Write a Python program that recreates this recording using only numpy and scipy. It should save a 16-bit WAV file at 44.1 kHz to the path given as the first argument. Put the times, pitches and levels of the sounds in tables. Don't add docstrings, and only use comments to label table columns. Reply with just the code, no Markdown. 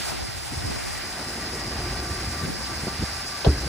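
import sys
import numpy as np
from scipy import signal
from scipy.fft import rfft, irfft
from scipy.io import wavfile
from scipy.ndimage import uniform_filter1d

SR = 44100
rng = np.random.default_rng(int(sys.argv[2]) if len(sys.argv) > 2 else 0)


def master_out(mix):
    frames = np.transpose(np.atleast_2d(mix))
    ceiling = np.clip(frames, -1, 1)
    pcm = np.round(ceiling * 32767).astype(np.int16)
    wavfile.write(sys.argv[1], SR, pcm)


N = 162288


def undb(db):
    return 10 ** (np.asarray(db) / 20)


def unit(x):
    return x / np.sqrt(np.mean(x ** 2))


def curve(table, axis=1):
    rows = np.array(table)
    return np.interp(np.arange(N) / SR, rows[:, 0], rows[:, axis])


def over_hz(table):
    rows = np.array(table)
    bins_hz = np.fft.rfftfreq(N, 1 / SR) + 1
    return np.interp(np.log(bins_hz), np.log(rows[:, 0]), rows[:, 1])


def colour(x, table):
    f = np.fft.rfftfreq(N, 1 / SR) + 1
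    skirts = np.minimum(1, np.minimum(f / table[0][0], table[-1][0] / f)) ** 2
    return irfft(rfft(x) * undb(over_hz(table)) * skirts, N)


def noise(table):
    return unit(colour(rng.standard_normal(N), table))


def resonance(hz, width):
    f = np.fft.rfftfreq(N, 1 / SR) + 1
    off = (f * f - hz * hz) / (f * width * 2)
    return unit(irfft(rfft(rng.standard_normal(N)) / (1 + off ** 2) ** 2, N))


def walk(rate):
    span = max(int(SR / rate), 2)
    smooth = uniform_filter1d(rng.standard_normal(N), span, mode="wrap")
    smooth = uniform_filter1d(smooth, span, mode="wrap")
    return 2 * np.tanh(unit(smooth) / 2)


def wide(mid, side):
    return np.array([mid + side, mid - side])


def burst(at, attack, t60):
    age = np.maximum(np.arange(N) / SR - at, 0)
    return (1 - np.exp(-(age / attack) ** 2)) * np.exp(-np.log(1000) * age / t60)


def churn(table):
    even_s = 0.034
    x = noise(table)
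    power = uniform_filter1d(x ** 2, int(even_s * SR), mode="wrap")
    power = uniform_filter1d(power, int(even_s * SR / 2), mode="wrap")
    return x / np.sqrt(power)


def spray():
    # (frequency [Hz], relative level [dB])
    mid_colour = [(350, -25), (480, -12.5), (600, -5), (694, -1), (1100, -4.5), (1250, -3.5), (1370, -3.5),
                  (1530, -1.5), (1770, -4), (1950, -1.5), (2150, -4), (3180, -11.5), (4100, -7.5),
                  (4640, -8.5), (5110, -5), (6840, -12), (9740, -14.5), (11000, -19.5), (14300, -92),
                  (22000, -120)]
    side_colour = [(410, -38), (720, -7), (847, -14), (1000, -17), (1180, -8), (1360, -16), (1690, -24),
                   (1950, -13), (2650, -10), (3610, -16), (4470, -8), (4860, 1), (5100, -2), (5480, -13),
                   (5950, -18), (12000, -13), (15600, -43), (22000, -120)]
    # (frequency [Hz], relative level [dB])
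    mist_colour = [(7000, -13), (10000, -3), (12500, 0), (14000, 6), (15700, 3), (17000, -4)]
    # (frequency [Hz], left minus right [dB])
    lean_table = [(300, 21), (700, 3.5), (1150, 2.5), (1500, -0.5), (2500, -1.1), (4900, -2.5), (5500, -1)]
    bands_hz = (1000, 1900, 3500, 5000, 7500)
    # (time [s], then five band levels [dB])
    flow_table = [(0.0, -45.5, -38.5, -39.5, -43.5, -43), (0.11, -37.5, -38.5, -42, -41, -41),
                  (0.13, -40.5, -42, -43, -47, -45.5), (0.25, -46, -42, -45.5, -45, -48.5),
                  (0.47, -45, -45, -44.5, -47, -45.5), (0.74, -42, -40, -45, -44, -46),
                  (0.94, -45, -38.5, -45, -44, -45), (1.09, -42.5, -41, -46, -44.5, -46.5),
                  (1.8, -41.5, -40.5, -45.5, -42.5, -47), (2.28, -43, -40, -46, -43.5, -46),
                  (3.42, -42.5, -41.5, -45.5, -41.5, -47)]
    mid_db, side_db, mist_db, flicker_db = -36, -37, -40, 1.47

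    flow = []
    for k in range(len(bands_hz)):
        level_db = curve(flow_table, axis=k + 1)
        flow.append(undb(level_db - np.median(level_db)))

    rush = wide(noise(mid_colour) * undb(mid_db), noise(side_colour) * undb(side_db))
    spectrum = rfft(rush) * undb(wide(0, over_hz(lean_table) / 2))
    out = 0
    for gain, share in zip(flow, np.eye(len(flow))):
        band = irfft(spectrum * over_hz(list(zip(bands_hz, share))), N)
        out = out + band * gain * undb(flicker_db * walk(54))
    mist = noise(mist_colour) * undb(mist_db + .5 * walk(20))
    return out + flow[-1] * wide(0, mist)


def whistle():
    centre_hz, width_hz, waver_hz = 5086, 270, 90
    start_db, fade_db_per_s, pan_db = -47.5, 2, 8.5
    start_s, rise_s = .48, .03
    age = np.maximum(np.arange(N) / SR - start_s, 0)
    drift = np.exp(2j * np.pi * np.cumsum(waver_hz * walk(10)) / SR)
    hiss = np.real(signal.hilbert(resonance(centre_hz, width_hz)) * drift)
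    gain = np.minimum(age / rise_s, 1) * undb(start_db - fade_db_per_s * age)
    return hiss * gain * undb(wide(0, pan_db / 2))[:, None]


def blowers():
    # (centre [Hz], width [Hz], loudest level [dB], left minus right [dB], loudest at [s], swell half length [s])
    tone_table = [(361, 30, -45.5, 0, 1.9, 0.37), (714, 7.4, -50.5, 2, 1.53, 1.05),
                  (788, 52, -53, 6, 2.3, 2.5), (1170, 15, -46.5, 6.5, 2.72, 1.3),
                  (1548, 13, -47.5, 3.5, 3.9, 1.9), (1683, 16, -50, -2, 4.3, 1.2),
                  (1913, 15, -50.5, 1, 1.3, 1.26)]
    swell_db = 12.5
    t, out = np.arange(N) / SR, 0
    for hz, width, db, pan_db, at, half in tone_table:
        tone = wide(resonance(hz, width), 0.081 * resonance(hz, width))
        swell = swell_db * (np.exp(-((t - at) / half) ** 2 / 2) - 1)
        out = out + tone * undb(db + swell) * undb(wide(0, pan_db / 2))[:, None]
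    return out


def rattle():
    # (time [s], level [dB])
    knock_table = [(3.4447, -4), (3.45, -9), (3.4605, -1)]
    # (centre [Hz], width [Hz], level [dB])
    part_table = [(510, 190, -16), (792, 255, -20), (1570, 290, -31)]
    attack_s, rattle_t60_s = 0.0017, 0.062
    tick_hz, tick_width_hz, tick_db, tick_t60_s = 3400, 1600, -28, .095
    shake = sum(undb(db) * burst(at, attack_s, rattle_t60_s) for at, db in knock_table)
    body = 0
    for hz, width, db in part_table:
        body = body + undb(db) * wide(resonance(hz, width), 0.5 * resonance(hz, width))
    tick = wide(resonance(tick_hz, tick_width_hz), 0.83 * resonance(tick_hz, tick_width_hz))
    return shake * body + tick * undb(tick_db) * burst(knock_table[0][0], attack_s, tick_t60_s)


def clunk():
    # (centre [s], relative level [dB], contact length [s])
    blow_table = [(3.4657, -7, 0.0011), (3.4738, 5, 0.0034), (3.491, -9, 0.006)]
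    # (frequency [Hz], relative level [dB], time to fall 60 dB [s])
    mode_table = [(70, -10, 0.16), (120, -15.5, 0.095), (179, -18, 0.066), (293, -16, 0.31),
                  (425, -6, 0.12), (573, -17, 0.047), (700, -15, .06)]
    # (frequency [Hz], relative level [dB])
    shudder_colour = [(60, -5), (130, -5), (400, -6), (650, -24), (1000, -24.5)]
    ring_db, low_cut_hz = 1.5, 26
    shudder_db, shudder_attack_s, shudder_t60_s = -23, 0.0033, 0.17
    t = np.arange(N) / SR
    push, jolt = 0, 0
    for at, db, contact in blow_table:
        pulse = np.exp(-(2 * (t - at) / contact) ** 2 * 2)
        push = push + undb(db) * pulse / pulse.sum()
        jolt = jolt + undb(db) * burst(at - contact, shudder_attack_s, shudder_t60_s)
    ring = 0
    for hz, db, t60 in mode_table:
        ring = ring + undb(db) * np.exp(-np.log(1000) * t / t60) * np.cos(2 * np.pi * hz * t)
    thud = undb(ring_db) * signal.fftconvolve(push, ring)[:N]
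    thud = thud + undb(shudder_db) * jolt * noise(shudder_colour)
    return signal.sosfilt(signal.butter(2, low_cut_hz, "highpass", fs=SR, output="sos"), thud)


def draught():
    # (time [s], rumble level [dB], flutter level [dB])
    draught_table = [(0, -46, -43), (.06, -43.5, -61), (.13, -42.5, -42), (.25, -51, -56.5),
                     (.42, -44, -53), (.58, -38, -52), (.72, -38, -41), (.8, -44, -50.5), (.91, -41, -57),
                     (1.05, -46, -42), (1.4, -43, -39.5), (1.85, -31.5, -36.5), (2.15, -36.5, -39.5),
                     (2.47, -35, -40), (2.52, -42.5, -42.5), (2.8, -38.5, -40), (3.12, -39, -45.5),
                     (3.42, -49.5, -47.5), (3.54, -29, -38.5), (3.68, -30.5, -38)]
    # (frequency [Hz], relative level [dB])
    rumble_colour = [(22, -34), (38, -6.5), (56, 1.5), (75, 3), (95, -7.5), (120, -4.5), (170, -18),
                     (300, -67)]
    flutter_colour = [(80, -6.5), (140, -0.5), (220, 0), (380, -2.5), (550, -8.5), (800, -20), (1500, -51)]
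    # (time [s], level [dB])
    eddy_table = [(0, -39), (.25, -37), (.5, -44), (.6, -35.5), (.9, -37), (1.2, -53.5), (1.8, -52.5),
                  (2.38, -56), (2.5, -35.5), (2.6, -47), (3.05, -53), (3.35, -63), (3.68, -57)]
    # (frequency [Hz], relative level [dB])
    eddy_colour = [(30, -12), (80, 7), (150, 2), (400, -1.5), (720, -4), (950, -13), (1500, -52)]
    rumble_rough_db, flutter_rough_db, eddy_rough_db = 1.6, 2.2, 2
    eddy_boost_db = 1.5
    rumble_db = curve(draught_table, axis=1) + rumble_rough_db * walk(31)
    flutter_db = curve(draught_table, axis=2) + flutter_rough_db * walk(52)
    eddy_db = curve(eddy_table) + eddy_boost_db + eddy_rough_db * walk(50)
    rumble = churn(rumble_colour) * undb(rumble_db)
    flutter = churn(flutter_colour) * undb(flutter_db)
    eddies = churn(eddy_colour) * undb(eddy_db)
    return wide(rumble + flutter, eddies)


def buffets():
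    # (centre [s], level [dB], upper edge [Hz], half length [s])
    puff_table = [(0.231, -32, 78.4, 0.011), (0.291, -33.5, 80, 0.0068), (0.368, -36, 79, 0.012),
                  (0.531, -35, 380, 0.012), (0.582, -27, 80, 0.007), (0.648, -27, 124, 0.016),
                  (0.704, -31, 189, 0.0051), (2.113, -28, 100, 0.011), (2.295, -32, 100, 0.016),
                  (2.444, -27.5, 167, 0.021), (2.493, -29.5, 310, .009), (2.836, -25.5, 157, 0.0035),
                  (2.872, -25, 345, 0.0028), (2.882, -23, 382, 0.0027), (3.002, -26, 168, 0.0088),
                  (3.03, -21.5, 273, 0.0078), (3.663, -30, 160, 0.0096)]
    low_hz, octave_fall_db = 61.6, -18
    side_db = -17
    t, out = np.arange(N) / SR, 0
    for at, db, hz, half in puff_table:
        swell = np.exp(-((t - at) / half) ** 2 / 2)
        shape = [(low_hz, 0), (hz, 0), (2 * hz, octave_fall_db)]
        mid = unit(swell * noise(shape))
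        side = unit(swell * noise(shape))
        out = out + wide(mid, undb(side_db) * side) * undb(db) * np.sqrt(np.mean(swell ** 2))
    return out


def scene():
    wind_cut = signal.butter(4, 40, "highpass", fs=SR, output="sos")
    wind = signal.sosfilt(wind_cut, draught() + buffets())
    return spray() + whistle() + blowers() + rattle() + clunk() + wind


def record(dry):
    top_hz = 15700
    return signal.sosfilt(signal.ellip(10, .2, 80, top_hz, fs=SR, output="sos"), dry)


dry = scene()
out = record(dry)
master_out(out)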